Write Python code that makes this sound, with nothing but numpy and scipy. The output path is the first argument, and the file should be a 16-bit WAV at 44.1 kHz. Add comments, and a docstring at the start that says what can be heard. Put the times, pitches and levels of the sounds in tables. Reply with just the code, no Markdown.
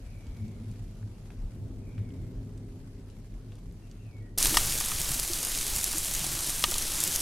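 """A field at dusk before a storm: a far rumble with a throbbing drone, first drops on leaves, thin bird
whistles. Then, abruptly, a mono downpour of rain and hail on grass: a bright hiss of countless impacts, sharp
ticks of near hailstones, two hard knocks on a casing by the microphone among fainter knocks and pats, and wind
buffeting it. Shaped noise makes the rumble, rain and wind; damped rings and filtered bursts make the impacts;
gliding sines make the birds."""
import sys
import numpy as np
from scipy import signal
from scipy.fft import rfft, irfft, next_fast_len
from scipy.io import wavfile
from scipy.ndimage import uniform_filter1d, map_coordinates

SR = 44100
rng = np.random.default_rng(int(sys.argv[2]) if len(sys.argv) > 2 else 0)


def output_pcm(signal):
    """Save a mono or channel-first signal as 16-bit PCM at the path in sys.argv[1].

    Samples are clipped to [-1, 1] before scaling.
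    """
    pcm = np.clip(np.atleast_2d(signal).T, -1, 1) * 32767
    wavfile.write(sys.argv[1], SR, np.round(pcm).astype(np.int16))


N = 317961
TIME = np.arange(N) / SR  # seconds
CUT_S = 4.3765  # the calm ends and the downpour begins
TOP_HZ = 15800  # band limit of the recorder

# Colour of the rain's hiss. Each row: frequency in Hz, relative level in dB.
HISS_COLOUR = [(500, -10), (1500, -9.5), (3000, -7.5), (4500, -5), (6500, -.5), (9500, 1), (12000, -1.5),
               (14000, -7.5), (15200, -26), (16000, -32)]
# Colour of the patter on soil. Each row: frequency in Hz, relative level in dB.
PATTER_COLOUR = [(100, -13), (300, 7), (500, -2), (1000, -3), (2000, -1.5), (3200, 4.5), (6000, 2),
                 (12000, -40)]
# Colour of the wind on the microphone. Each row: frequency in Hz, relative level in dB.
WIND_COLOUR = [(4, -5), (14, 0), (28, -4), (42, -8.5), (60, -15.5), (100, -15.5), (160, -21.5), (250, -36),
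               (600, -34.5)]
# Squalls that lift the rain. Each row: centre in seconds, half length in seconds, rise in dB.
SQUALL_SWELLS = [(4.42, 0.31, 5), (7.04, 0.16, 1.5)]
# Gusts on the microphone. Each row: centre in seconds, half length in seconds, rise in dB.
GUST_SWELLS = [(4.56, 0.2, 8.5), (4.94, 0.079, 3.5), (5.12, 0.083, 4.5), (5.72, 0.084, 3.5),
               (6.18, 0.072, 2), (6.75, 0.12, 4)]
HISS_DB, PATTER_DB, WIND_DB = -33, -44, -38.5  # base levels, between squalls and gusts
PATTER_FOLLOWS = 1.33  # dB of patter for each dB of squall


def downpour():
    """Far impacts merge into a hiss, nearer ones splash on grass and patter on soil; wind buffets the microphone."""
    squall_db = rise(SQUALL_SWELLS)
    patter_db = PATTER_DB + PATTER_FOLLOWS * squall_db + 0.86 * wobble(11)

    crackle = grains(count=14000, pitch_hz=8030, spread=0.7, cycles=0.94, size_db=3.0)
    splashes = spatter(count=900, size_db=3.0, t60=0.02) * noise(patchy_db=2.0)
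    impacts = noise(patchy_db=1.0) + amp(-6.0) * crackle + amp(-2) * splashes
    hiss = amp(HISS_DB + squall_db + 0.4 * wobble(11)) * coloured(impacts, HISS_COLOUR)

    splats = grains(count=3500, pitch_hz=1710, spread=1.1, cycles=1.0, size_db=4.0)
    patter = amp(patter_db) * coloured(noise(patchy_db=2.0) + amp(-12) * splats, PATTER_COLOUR)
    low_rings = grains(count=300, pitch_hz=229.6, spread=0.57, cycles=4.2, size_db=3.0, size=2500)
    turf = amp(patter_db - 9) * low_rings

    gusting = amp(WIND_DB + rise(GUST_SWELLS))
    wind = gusting * steadied(coloured(noise(patchy_db=0.97), WIND_COLOUR), span=0.243)
    return hiss + patter + turf + wind


STRAY_DB, STRAY_HZ = -26.5, 5900  # middle peak level and pitch of the lesser stones


def strays(count):
    """Lesser stones scattered at random through the downpour, as rows of (seconds, peak dB, pitch Hz)."""
    rows = []
    for when, weight, tone in rng.random((count, 3)):
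        s = CUT_S + when * (N / SR - CUT_S)
        rows.append((s, STRAY_DB + 4 * (weight - .5), STRAY_HZ * 2 ** (tone - .5)))
    return rows


# Near hailstones. Each row: nominal start in seconds, peak level in dB, pitch in Hz.
HAIL_TICKS = [(4.3842, -7, 9970), (4.4267, -6.5, 9620), (4.4553, -8, 5830), (4.494, -16, 7760),
              (4.6962, -18, 7930), (4.7224, -15, 5700), (4.8025, -12.5, 9760), (5.015, -12, 8420),
              (5.1971, -12.5, 7040), (5.3333, -12.5, 6200), (5.449, -12, 10800), (5.549, -18, 6140),
              (5.5868, -16, 6540), (5.841, -9, 9100), (5.9823, -15, 11200), (6.1365, -17, 9320),
              (6.7118, -14, 8450), (6.7401, -15, 5520), (6.781, -15.5, 6340), (7.003, -11, 10100),
              (7.0376, -8.5, 10800), (7.0758, -12, 7770), (7.1591, -10.5, 9800)]
# Dull thuds on the turf. Each row: start in seconds, nominal level in dB, pitch in Hz.
TURF_THUDS = [(4.44, -30.5, 307), (5.104, -27, 146), (5.299, -29, 347), (5.95, -30.5, 320),
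              (6.368, -36.5, 328), (6.681, -33, 353)]
# Knocks and pats near the microphone. Each row: start in seconds, nominal level in dB, pitch of the crack in
# Hz, # dull push in dB relative to that level.
KNOCKS_AND_PATS = [(4.457, -26.5, 3000, -9), (4.543, -22.5, 3000, 0), (4.5704, -7.5, 4430, -29),
                   (4.808, -28, 3000, -4), (4.917, -26.5, 1990, -22), (5.934, -32.5, 1560, -12),
                   (6.369, -35.5, 1800, -15), (6.6397, -11.5, 3370, -8), (6.7197, -30, 2500, 4.5),
                   (6.756, -30, 4000, 2)]
# The casing's ringing modes. Each row: frequency in Hz, nominal level in dB, time to fall 60 dB in seconds.
CASING_MODES = [(867, -7, 0.015), (945, -6.5, 0.027), (1212, -3.5, 0.031), (1860, -7.5, 0.029),
                (2900, -6.5, 0.02), (3360, -1, 0.014), (4900, -13, 0.0085), (5250, -3, 0.012),
                (8100, -8, .012)]


def hailstones():
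    """Near stones tick on twigs as noise bursts, thud into the turf as damped sines or ring the casing's modes."""
    out, casing = np.zeros(N), np.zeros(N)
    t = np.arange(SR // 8) / SR
    for s, db, hz in list(HAIL_TICKS) + strays(count=12):
        stone = tick(hz, t60=0.0043, splash_db=-12.0, splash_t60=0.037)
        add(out, s + 0.0009, amp(db) * stone)

    for s, db, hz in TURF_THUDS:
        envelope = amp(-60 * t / 0.079) * (1 - np.exp(-t / 0.0021))
        add(out, s, amp(db) * np.sin(2 * np.pi * hz * t) * envelope)

    for s, db, crack_hz, push_db in KNOCKS_AND_PATS:
        ring = np.zeros(len(t))
        for hz, level, t60 in CASING_MODES:
            # Each blow excites the modes a little differently.
            decay = amp(level + rng.normal(0, 1.0) - 60 * t / t60)
            ring += decay * np.sin(2 * np.pi * (hz * t + rng.random()))
        crack = tick(crack_hz, t60=0.034, splash_db=-20, splash_t60=0.046)
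        shatter = tick(13000, t60=0.012, splash_db=-24, splash_t60=.03)  # the ice breaks
        push = np.sin(2 * np.pi * 600 * t) * amp(-60 * t / 0.0067)
        add(casing, s, amp(db - 2.5) * ring * (1 - np.exp(-t / 0.00023)))
        add(casing, s, amp(db - 1.5) * crack)
        add(casing, s, amp(db - 3.5) * shatter)
        add(out, s, amp(db + push_db) * push)

    # The rings, cracks and shatters of the knocks and pats carry nothing below 700 Hz; only their dull push
    # sounds lower.
    highpass = signal.butter(N=4, Wn=700, btype="highpass", fs=SR, output="sos")
    return out + signal.sosfilt(highpass, casing)


# Level of the far rumble. Each row: time in seconds, level in dB that the roll takes and the rest follow.
RUMBLE_LEVEL = [(0.05, -54), (0.35, -50.5), (0.49, -46.5), (1.22, -51), (1.56, -48), (2.26, -45.5),
                (2.75, -49), (2.87, -51.5), (3.36, -52), (4.11, -53), (4.25, -51)]
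# Colour of the deep layer. Each row: frequency in Hz, relative level in dB.
DEEP_COLOUR = [(8, -39), (20, -18), (38, 5.5), (58, -14), (75, -5), (100, -30), (200, -75)]
# Colour of the drone. Each row: frequency in Hz, relative level in dB.
DRONE_COLOUR = [(60, -39), (86, -11), (98, 2.5), (106, 9), (118, -10.5), (135, -8.5), (190, -75)]
# Colour of the roll. Each row: frequency in Hz, relative level in dB.
ROLL_COLOUR = [(70, -38), (130, 0.5), (190, -0.5), (245, -3), (290, -7.5), (400, -11), (520, -18),
               (800, -28.5), (1400, -38.5), (4000, -62.5)]
# Surges of the deep layer. Each row: centre in seconds, level in dB.
DEEP_SURGES = [(.08, -38), (.3, -40), (.87, -40), (1.43, -31.5), (1.76, -36.5), (2.22, -43), (2.37, -39),
               (3.34, -39.5), (3.69, -42)]
# Throbs of the drone. Each row: centre in seconds, level in dB.
DRONE_THROBS = [(.15, -44), (.44, -35), (.7, -35), (.81, -41), (1.05, -36.5), (1.63, -36.5), (2.0, -32),
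                (2.21, -38.5), (2.39, -40), (2.59, -41), (3.51, -42), (4.06, -41.5), (4.2, -39.5)]
# Level of the faint hum. Each row: time in seconds, level in dB about which it wavers.
HUM_LEVEL = [(0, -58.5), (1.3, -60.5), (2.1, -48), (2.8, -49.5), (3.4, -57), (4.4, -64)]
# The hum's tones. Each row: centre frequency in Hz, relative level in dB.
HUM_PARTIALS = [(261, -2.5), (403, -12)]
DEEP_DB, DRONE_DB = -47, -46.5  # base levels between surges and throbs
DEEP_FOLLOWS, DRONE_FOLLOWS = .2, 0.86  # share of the rumble's rise and fall, in dB per dB
SURGE_S, THROB_S = 0.047, 0.042  # half lengths in seconds


def rumble():
    """One level drives three noise layers: a surging deep one, a throbbing drone and a roll; a hum wavers within."""
    level_db, = curves(RUMBLE_LEVEL)
    change_db = level_db - level_db[TIME < CUT_S].mean()

    def layer(colour, span):
        return steadied(wide(noise(patchy_db=1), noise(patchy_db=0.93), colour), span)

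    deep_gain = swelling(DEEP_DB + DEEP_FOLLOWS * change_db, DEEP_SURGES, SURGE_S)
    drone_gain = swelling(DRONE_DB + DRONE_FOLLOWS * change_db, DRONE_THROBS, THROB_S)
    deep = deep_gain * layer(DEEP_COLOUR, span=0.17)
    drone = drone_gain * layer(DRONE_COLOUR, span=0.096)
    roll = amp(level_db) * layer(ROLL_COLOUR, span=0.19)

    hum = np.zeros(N)
    for hz, db in HUM_PARTIALS:
        phase = 2 * np.pi * np.cumsum(hz + 3.42 * wobble(18)) / SR
        hum += amp(db) * np.sin(phase)
    hum_db = curves(HUM_LEVEL)[0] + 2.2 * wobble(9)
    return deep + drone + roll + amp(hum_db) * hum


# Soft booms within the rumble. Each row: centre in seconds, peak level in dB, centre pitch in Hz,
# half length in seconds.
SOFT_BOOMS = [(0.454, -38, 224.3, 0.06), (0.647, -45, 235.3, 0.081), (1.064, -50.5, 220.4, 0.084),
              (2.02, -46, 192.7, 0.07), (2.134, -41.5, 255.7, 0.071), (3.71, -47.5, 174.4, .08)]


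def booms():
    """Brief narrow swells that rise out of the rumble: sines of wavering pitch."""
    out = np.zeros(N)
    for s, db, hz, length in SOFT_BOOMS:
        phase = 2 * np.pi * np.cumsum(hz + 9 * wobble(35)) / SR
        out += amp(db) * swell(s, length) * np.sin(phase)
    return out


# Level of the rustle. Each row: time in seconds, level in dB before a fixed lift.
RUSTLE_LEVEL = [(0.0, -65), (1.23, -66.5), (1.59, -68), (4.01, -68.5), (4.3, -71.5)]
# Colour of the rustle. Each row: frequency in Hz, relative level in dB.
LEAF_COLOUR = [(200, 3), (600, 7.5), (1100, 1), (2000, -0.5), (3500, -3.5), (7000, -6), (11000, -8),
               (13300, -10.5), (13900, -34), (16000, -54)]
# First drops on leaves. Each row: start in seconds, peak level in dB before panning, pitch in Hz.
FIRST_DROPS = [(.268, -49, 4500), (.481, -50, 5500), (.714, -49, 5000), (1.027, -52, 1000),
               (1.304, -42, 1600), (1.980, -45, 1850), (2.105, -52, 2000), (2.577, -50, 5500),
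               (3.100, -52, 4500), (3.52, -47, 2290), (3.554, -53, 5000), (3.724, -55, 9250),
               (3.913, -45.5, 4470)]


def leaves():
    """A faint noise rustle sprinkled with drizzle, and the first single drops as short bursts."""
    drizzle = spatter(count=450, size_db=3.5, t60=0.062)

    def sprinkle():
        rustle = noise(patchy_db=2)
        splashes = drizzle * noise(patchy_db=1.5)
        specks = grains(count=3000, pitch_hz=7400, spread=0.55, cycles=.9, size_db=1.0)
        return rustle + amp(-5) * splashes + amp(-8.0) * specks

    out = amp(curves(RUSTLE_LEVEL)[0] + 4.5) * wide(sprinkle(), sprinkle(), LEAF_COLOUR)
    for s, db, hz in FIRST_DROPS:
        pan = amp(rng.normal(0, 1.7) * np.array([[1], [-1]]))
        add(out, s, amp(db) * pan * tick(hz, t60=0.01, splash_db=-8, splash_t60=0.082))
    return out


# Far birds, a row for each whistle. Each row: start in seconds, length in seconds, first pitch in Hz,
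# last pitch in Hz, nominal level in dB, depth of random flutter as a share of the pitch.
BIRD_WHISTLES = [(0, .7, 2530, 2146, -70, .05), (1.792, 0.54, 2530, 2115, -70, 0.054),
                 (3.817, .055, 2800, 2700, -69, .025), (3.985, .09, 2740, 2730, -70, .03),
                 (4.05, .06, 2560, 2470, -67, .04), (4.114, .12, 2270, 2218, -66, .018),
                 (4.2, .11, 1970, 1900, -62, .022)]
GLIDE_RATE = 2.6  # exponent: higher settles the pitch sooner
WHISTLE_ATTACK, WHISTLE_FADE_DB = .14, 3.5  # share of the length spent at each edge, dB lost by the end


def birds():
    """Sines that fall and settle, their pitch fluttering, smeared by the echo of the far trees."""
    song = np.zeros(N)
    for s, length, first_hz, last_hz, db, flutter in BIRD_WHISTLES:
        u = np.clip((TIME - s) / length, 0, 1)  # progress through the whistle
        hz = last_hz + (first_hz - last_hz) * (1 - u) ** GLIDE_RATE
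        edges = np.clip(np.minimum(u, 1 - u) / WHISTLE_ATTACK, 0, 1)
        sounding = edges * amp(-WHISTLE_FADE_DB * u)
        phase = 2 * np.pi * np.cumsum(hz * (1 + flutter * wobble(260))) / SR
        song += sounding * amp(db + 0.78 * wobble(27.78)) * np.sin(phase)

    t = np.arange(SR) / SR
    woods = rng.standard_normal((2, SR)) * (amp(-60 * t / 0.15) + amp(-9 - 60 * t / .8))
    echo = signal.fftconvolve(song[None], woods / np.linalg.norm(woods[0]), axes=1)[:, :N]
    return amp(-0.5) * song + amp(1.5) * echo


def tick(pitch_hz, t60, splash_db, splash_t60):
    """One impact of peak 1: a noise crack and its splash, in a broad band around its pitch."""
    t = np.arange(SR // 25) / SR
    decay = amp(-60 * t / t60) + amp(splash_db - 60 * t / splash_t60)
    burst = np.sign(rng.standard_normal(len(t))) * decay
    band = [pitch_hz * .55, min(pitch_hz * 1.7, 13000)]
    y = signal.sosfilt(signal.butter(2, band, "bandpass", fs=SR, output="sos"), burst)
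    return y / np.abs(y).max()


def grains(count, pitch_hz, spread, cycles, size_db, size=200):
    """Countless impacts at random times: damped rings, most of them small, a few large."""
    when, chance, tone, phase = rng.random((count, 4)).T[:, :, None]
    hz = np.minimum(pitch_hz * np.exp(spread * (2 * tone - 1)), TOP_HZ)
    turns = hz * np.arange(size) / SR
    strength = amp(-size_db * np.log(np.maximum(chance, .004)))
    polarity = np.sign(phase - .5)
    rings = strength * np.exp(-turns / cycles) * np.sin(2 * np.pi * turns) * polarity
    index = (when * N).astype(int) + np.arange(size)
    return unit(np.bincount(index.ravel(), rings.ravel(), N + size)[:N])


def spatter(count, size_db, t60):
    """Loudness of overlapping splashes: each starts at once and its energy dies away."""
    when, chance = rng.random((count, 2)).T
    energy = amp(-size_db * np.log(np.maximum(chance, .05))) ** 2
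    hits = np.bincount((when * N).astype(int), energy, N)
    keep = amp(-60 / (t60 * SR)) ** 2  # energy kept from sample to sample
    return unit(np.sqrt(signal.lfilter([1], [1, -keep], hits)))


def noise(patchy_db):
    """White noise with patches of random gain in time and frequency."""
    z = signal.stft(rng.standard_normal(N), nperseg=512)[2]
    field = uniform_filter1d(rng.standard_normal(z.shape), size=8, axis=0)
    field = uniform_filter1d(field, size=10, axis=1)
    return unit(signal.istft(z * amp(patchy_db * unit(field)), nperseg=512)[1][:N])


# Left-right likeness of the calm air. Each row: frequency in Hz, coherence from 0 to 1.
LIKENESS = [(25, 1), (60, 0.98), (120, 0.99), (200, 0.95), (400, 0.91), (800, .72), (1400, .5),
            (2500, 0.32), (5000, 0.00079), (12000, 0)]


def wide(a, b, spectrum):
    """Two unrelated signals as a stereo field: alike in the bass, unrelated in the treble."""
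    def mid_side_gains(hz):
        turn = np.arccos(np.clip(along(LIKENESS, hz), -1, 1)) / 2
        return np.array([np.cos(turn), np.sin(turn)])

    mid, side = filtered(np.array([a, b]), mid_side_gains)
    return coloured(np.array([mid + side, mid - side]), spectrum)


def steadied(x, span):
    """x with its slow swells divided out, over a span in seconds."""
    power = uniform_filter1d(np.mean(np.atleast_2d(x) ** 2, axis=0), max(2, int(span * SR)))
    return x / np.sqrt(np.abs(power) + 1e-6)


def coloured(x, spectrum):
    """x filtered by (Hz, dB) points, at rms 1."""
    return unit(filtered(x, lambda hz: amp(along(spectrum, hz))))


def filtered(x, response):
    """x times a response of frequency."""
    size = x.shape[-1]
    m = next_fast_len(size + 8192)
    return irfft(rfft(x, m) * response(np.fft.rfftfreq(m, 1 / SR)), m)[..., :size]


def along(points, hz):
    """Read (Hz, value) points on a log axis."""
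    f, v = np.transpose(points)
    return np.interp(np.log(hz + 1), np.log(f + 1), v)


def curves(rows):
    """One value per sample for each column after the time."""
    s, *cols = np.transpose(rows)
    return [np.interp(TIME, s, c) for c in cols]


def wobble(rate):
    """A smooth random curve, rate knots a second."""
    return map_coordinates(rng.standard_normal(int(N * rate / SR) + 4), [TIME * rate])


def swell(s, length):
    """A smooth rise and fall around time s, down to 1/e at the half length."""
    return np.exp(-((TIME - s) / length) ** 2)


def swelling(base_db, events, length):
    """Gain of a layer whose base level and (seconds, dB) swells add as power."""
    return np.sqrt(amp(base_db) ** 2 + sum((amp(db) * swell(s, length)) ** 2 for s, db in events))


def rise(events):
    """Decibels added by (seconds, half length, dB) swells."""
    return sum(db * swell(s, length) for s, length, db in events)


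def amp(db):
    """Decibels to gain."""
    return 10 ** (np.asarray(db) / 20)


def unit(x):
    """Scale to rms 1."""
    return x / np.sqrt(np.mean(x ** 2) + 1e-20)


def add(track, s, sound):
    """Mix a sound into a track at time s."""
    start = max(0, round(s * SR))
    part = track[..., start:start + sound.shape[-1]]
    part += sound[..., :part.shape[-1]]


def scene():
    """The calm in stereo, then all at once the storm in mono."""
    tilt = amp([[.25], [-.25]])  # the rumble leans slightly left
    calm = (rumble() + booms()) * tilt + leaves() + birds()
    return np.where(TIME < CUT_S, calm, downpour() + hailstones())


def record(dry):
    """The recorder rounds off the highest peaks and cuts steeply above its band limit."""
    rounded = dry / (1 + np.abs(dry / .6) ** 4) ** (1 / 4)
    return filtered(rounded, lambda hz: 1 / np.sqrt(1 + (hz / TOP_HZ) ** 400))


dry = scene()
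out = record(dry)
output_pcm(out)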